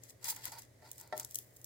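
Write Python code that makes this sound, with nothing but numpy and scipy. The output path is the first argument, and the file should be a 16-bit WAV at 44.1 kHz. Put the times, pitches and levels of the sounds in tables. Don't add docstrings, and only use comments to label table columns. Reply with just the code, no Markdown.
import sys
import numpy as np
from scipy import signal
from scipy.fft import rfft, irfft
from scipy.io import wavfile
from scipy.ndimage import map_coordinates

SR = 44100
rng = np.random.default_rng(int(sys.argv[2]) if len(sys.argv) > 2 else 0)


def store_wav(level_fs):
    pcm = np.round(np.clip(np.atleast_2d(level_fs), -1, 1) * 32767)
    wavfile.write(sys.argv[1], SR, pcm.T.astype(np.int16))


N = 72765


def skin_cracks():
    # (time [s], level [dB], treble over the mid band [dB], left minus right [dB])
    snaps = [(0.0361, -52, -2.5, 10), (0.0963, -54, -5.5, 8), (0.2429, -45, 1, 14.5), (0.3478, -55.5),
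             (0.3628, -49, 3, 1.5), (0.4546, -45.5, 10, 4), (0.5192, -49.5, -0.5, 1),
             (0.5852, -63, 9.5, -15), (0.5942, -55.5), (.9146, -47, 5.5, -2.5), (0.9305, -61.5),
             (0.9803, -53.5), (0.9995, -55), (1.0112, -51.5, 2, 6.5), (1.0745, -63), (1.1777, -47.5, 7, 10),
             (1.1976, -39.5, 3, 3.5), (1.2305, -48, -20, 2), (1.2475, -44, 3, 4.5), (1.31, -52),
             (1.3456, -42, 3, 1), (1.356, -38.5, 6.5, 6.5), (1.3868, -48.5, 12.5, 1.5), (1.563, -60),
             (1.5672, -59), (1.6146, -61), (1.6438, -47.5)]
    snaps = [(*row, 3.5, 0)[:4] for row in snaps]
    resonances = [(3430, 890), (6930, 2250), (12580, 6500)]  # (centre [Hz], width [Hz])
    snap_s, shiver_s, shiver_db = .00065, .003, -13
    softening = .25
    loudest = max(db + max(treble_db, 0) for _, db, treble_db, _ in snaps)
    out, t = np.zeros((2, N)), np.arange(SR // 20) / SR
    for start, db, treble_db, pan_db in snaps:
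        age = t / undb(softening * (loudest - db - max(treble_db, 0)))
        attack = 1 - np.exp(-age / .0001)
        envelope = attack * (np.exp(-age / snap_s) + undb(shiver_db) * np.exp(-age / shiver_s))
        tuning = 1 + .037 * rng.standard_normal()
        bands_db = (treble_db - 20, 0, treble_db)
        snap = 0
        for (hz, width), band_db in zip(resonances, bands_db):
            burst = envelope * rng.choice([-1, 1], (3, len(t)))
            ring = mic_ports(resonate(burst, hz * tuning, width))
            energy = np.sum(ring ** 2, axis=1, keepdims=True)
            snap = snap + undb(band_db) * ring / np.sqrt(energy / (.004 * SR))
        add(out, start, undb(db) * pan(pan_db) * snap)
    return out


def skin_tears():
    # (peak time [s], rise [s], fall [s], level [dB], tilt [dB/octave])
    runs = [(.04, 0.019, 0.026, -58, -4.5), (0.099, 0.019, 0.017, -55.5, -2), (.232, 0.015, 0.016, -56, -5),
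            (0.244, 0.001, 0.038, -40, -2.8), (0.293, 0.015, 0.016, -30.7, 1.3),
            (.319, .008, 0.0029, -37.5, 3.5), (0.366, 0.06, 0.055, -52, -6),
            (0.458, 0.025, 0.036, -45.5, -4.5), (0.521, 0.002, 0.033, -49.5, -3),
            (0.589, 0.012, 0.02, -54, -4), (0.62, 0.0049, 0.028, -55, -5.5), (0.883, 0.053, 0.059, -59, -6),
            (1.002, 0.042, 0.03, -54.5, -1), (1.173, 0.015, 0.034, -49, -1),
            (1.199, 0.0032, 0.0083, -37.5, 0), (1.25, 0.075, 0.14, -55.5, -7.5),
            (1.37, 0.07, 0.06, -54, 0.5), (1.59, .11, .15, -63, 3)]
    # (frequency [Hz], level [dB])
    skin_tone = [(300, -30), (1200, -18), (2000, -3), (2700, -10.5), (4300, -1), (5300, 0.5), (7500, 1),
                 (9500, 0), (12500, 1), (16000, 2)]
    snag_s, snag_gain = .0009, 1.2
    thinning = .14
    catches = np.abs(grains(per_s=300, spread_db=1.5)[0])
    snags = signal.lfilter([1], [1, -np.exp(-1 / (snag_s * SR))], catches)
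    fractures = mic_ports(grains(per_s=6000, spread_db=2.2)) * (1 + snag_gain * snags)
    loudest = max(row[3] for row in runs)
    out = 0
    for peak, rise, fall, db, tilt_db in runs:
        flakes = colour(fractures, [(4800, thinning * (db - loudest)), (6800, 0)])
        out = out + undb(db) * swell(peak, rise, fall) * unit(colour(flakes, skin_tone, tilt_db))
    return pan(db=1.5) * out


def board_knocks():
    # (time [s], level [dB])
    hits = [(.8225, -58.5), (1.1252, -36), (1.1333, -47)]
    # (frequency [Hz], level [dB], t60 [s], left minus right [dB])
    modes = [(396.5, -14, 0.13, 11), (615, 0, 0.135, 0), (701, -4, 0.13, 13), (752, -6, 0.11, -9),
             (868, -9, 0.088, 9), (900, -1, 0.085, 4), (1347, -9, 0.115, -3), (1804, -6, 0.097, -8),
             (1940, -10, 0.086, -15)]
    # (frequency [Hz], level [dB])
    contact_tone = [(120, -8), (800, -6), (2000, -8.5), (2700, -24), (4000, -15), (16000, -40)]
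    contact_db, contact_s = -1.5, .0055
    boom_db, boom_rise_s, boom_t60_s = -13.5, .02, .3
    out, t = np.zeros((2, N)), np.arange(SR // 2) / SR
    ring = 0
    for k, (hz, db, t60, pan_db) in enumerate(modes):
        polarity = (-1) ** ((k + 1) // 2)
        ring = ring + polarity * pan(pan_db) * undb(db - 60 * t / t60) * np.sin(2 * np.pi * hz * t)
    boom = unit(mic_ports(resonate(rng.standard_normal((3, len(t))), hz=340, width=320)))
    boom *= (1 - np.exp(-t / boom_rise_s)) * undb(boom_db - 60 * t / boom_t60_s)
    attack = 1 - np.exp(-t / .0006)
    for start, db in hits:
        contact = unit(colour(rng.standard_normal((2, len(t))), contact_tone)) * np.exp(-t / contact_s)
        add(out, start, undb(db) * attack * (ring + undb(contact_db) * contact + boom))
    return out


def clove_slides():
    # (peak time [s], rise [s], fall [s], level [dB])
    pushes = [(.28, 0.04, .04, -51.5), (.326, 0.0063, 0.005, -51), (.375, .02, .05, -58),
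              (0.469, 0.02, 0.027, -51.5), (0.527, 0.01, 0.027, -51.5), (.582, 0.035, 0.018, -54.5),
              (0.863, 0.032, 0.034, -60.5), (1.02, 0.029, 0.08, -62.5), (1.199, 0.045, 0.042, -55)]
    # (frequency [Hz], level [dB])
    wood_tone = [(90, -42), (740, -3), (920, 8), (1160, -13), (1430, 0), (1680, -14), (1960, -4.5),
                 (3000, -19), (4650, -3), (6000, -18)]
    pressure = np.sqrt(sum((undb(db) * swell(peak, rise, fall)) ** 2 for peak, rise, fall, db in pushes))
    slips = grains(per_s=4100, spread_db=2.5)
    rub = colour(slips[0] + .5 * slips[1:], wood_tone)
    position = np.cumsum(1 + .012 * waver())
    drifting = [map_coordinates(port, [position], mode="mirror") for port in rub]
    return pressure * unit(np.array(drifting))


def hand_echoes(x):
    latest_s, echo_db, count = .003, -6.5, 6
    echoes = np.zeros((2, int(latest_s * SR) + 1))
    for port in echoes:
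        strengths = undb(echo_db) * rng.choice([-1, 1], count)
        delays = (rng.uniform(.15, 1, count) * (len(port) - 1)).astype(int)
        port[delays] = strengths
    echoes[:, 0] = 1
    return signal.fftconvolve(x, echoes / np.linalg.norm(echoes[0]), axes=1)[:, :N]


def kitchen_reverb(x, wet_db, t60_s=.22):
    t = np.arange(SR // 2) / SR
    tail = rng.standard_normal((2, len(t))) * undb(-60 * t / t60_s) * (1 - np.exp(-t / .0015))
    return x + undb(wet_db) * signal.fftconvolve(x, unit(tail) / np.sqrt(len(t)), axes=1)[:, :N]


def room_noise(level_db=-64):
    # (frequency [Hz], level [dB])
    room_tone = [(30, -18), (60, -3.5), (105, 4), (200, -9), (300, -6), (620, -7), (800, -17.5),
                 (1400, -24), (1950, -15), (2600, -27.5), (7000, -25), (16000, -31)]
    mid, side = colour(rng.standard_normal((2, N)), room_tone)
    side = colour(side, [(60, -14), (1050, -1)])
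    return undb(level_db) * unit(np.array([mid + side, mid - side]))


def appliance_hum(waver_depth=.41):
    # (frequency [Hz], level [dB])
    hum_notes = [(118.4, -68)]
    t = np.arange(N) / SR
    hum = sum(undb(db) * np.sqrt(2) * np.sin(2 * np.pi * hz * t) for hz, db in hum_notes)
    return hum * (1 + waver_depth * waver())


def grains(per_s, spread_db):
    sizes = undb(spread_db * np.minimum(rng.exponential(size=N), 4))
    fires = rng.random(N) < per_s / SR
    return sizes * fires * rng.choice([-1, 1], (3, N))


def swell(peak, rise, fall):
    t = np.arange(N) / SR - peak
    return np.exp(-np.abs(t / np.where(t < 0, rise, fall)) ** 1.63)


def waver():
    return unit(colour(rng.standard_normal(N), [(12, 0), (40, -40), (200, -100)]))


def mic_ports(three, share=.62, lag_s=.00027):
    left, right = np.sqrt(share) * three[0] + np.sqrt(1 - share) * three[1:]
    return np.array([left, np.roll(right, int(lag_s * SR))])


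def colour(x, points, tilt_db=0):
    length = x.shape[-1]
    octave = np.log2(np.arange(length // 2 + 1) * SR / length + 1)
    hz, db = np.array(points).T
    curve_db = np.interp(octave, np.log2(hz), db) + tilt_db * octave
    return irfft(rfft(x) * undb(curve_db), length)


def resonate(x, hz, width):
    edges = [max(hz - width / 2, 20), min(hz + width / 2, SR / 2 - 20)]
    return signal.sosfilt(signal.butter(2, edges, "band", fs=SR, output="sos"), x)


def undb(db):
    return 10 ** (np.asarray(db) / 20)


def unit(x):
    return x / np.sqrt(np.mean(x ** 2))


def pan(db):
    return undb(np.array([[db], [-db]]) / 2)


def add(out, start_s, x):
    i = int(start_s * SR)
    out[:, i:i + x.shape[1]] += x[:, :max(N - i, 0)]


def scene():
    peeling = kitchen_reverb(skin_cracks() + hand_echoes(skin_tears()) + clove_slides(), wet_db=-13)
    knocks = kitchen_reverb(board_knocks(), wet_db=-9)
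    return peeling + knocks + room_noise() + appliance_hum()


def record(dry):
    bottom_hz, top_hz = 45.7, 15950
    thin = signal.sosfilt(signal.butter(2, bottom_hz, "high", fs=SR, output="sos"), dry)
    return signal.sosfilt(signal.ellip(10, .2, 70, top_hz, fs=SR, output="sos"), thin)


dry = scene()
out = record(dry)
store_wav(out)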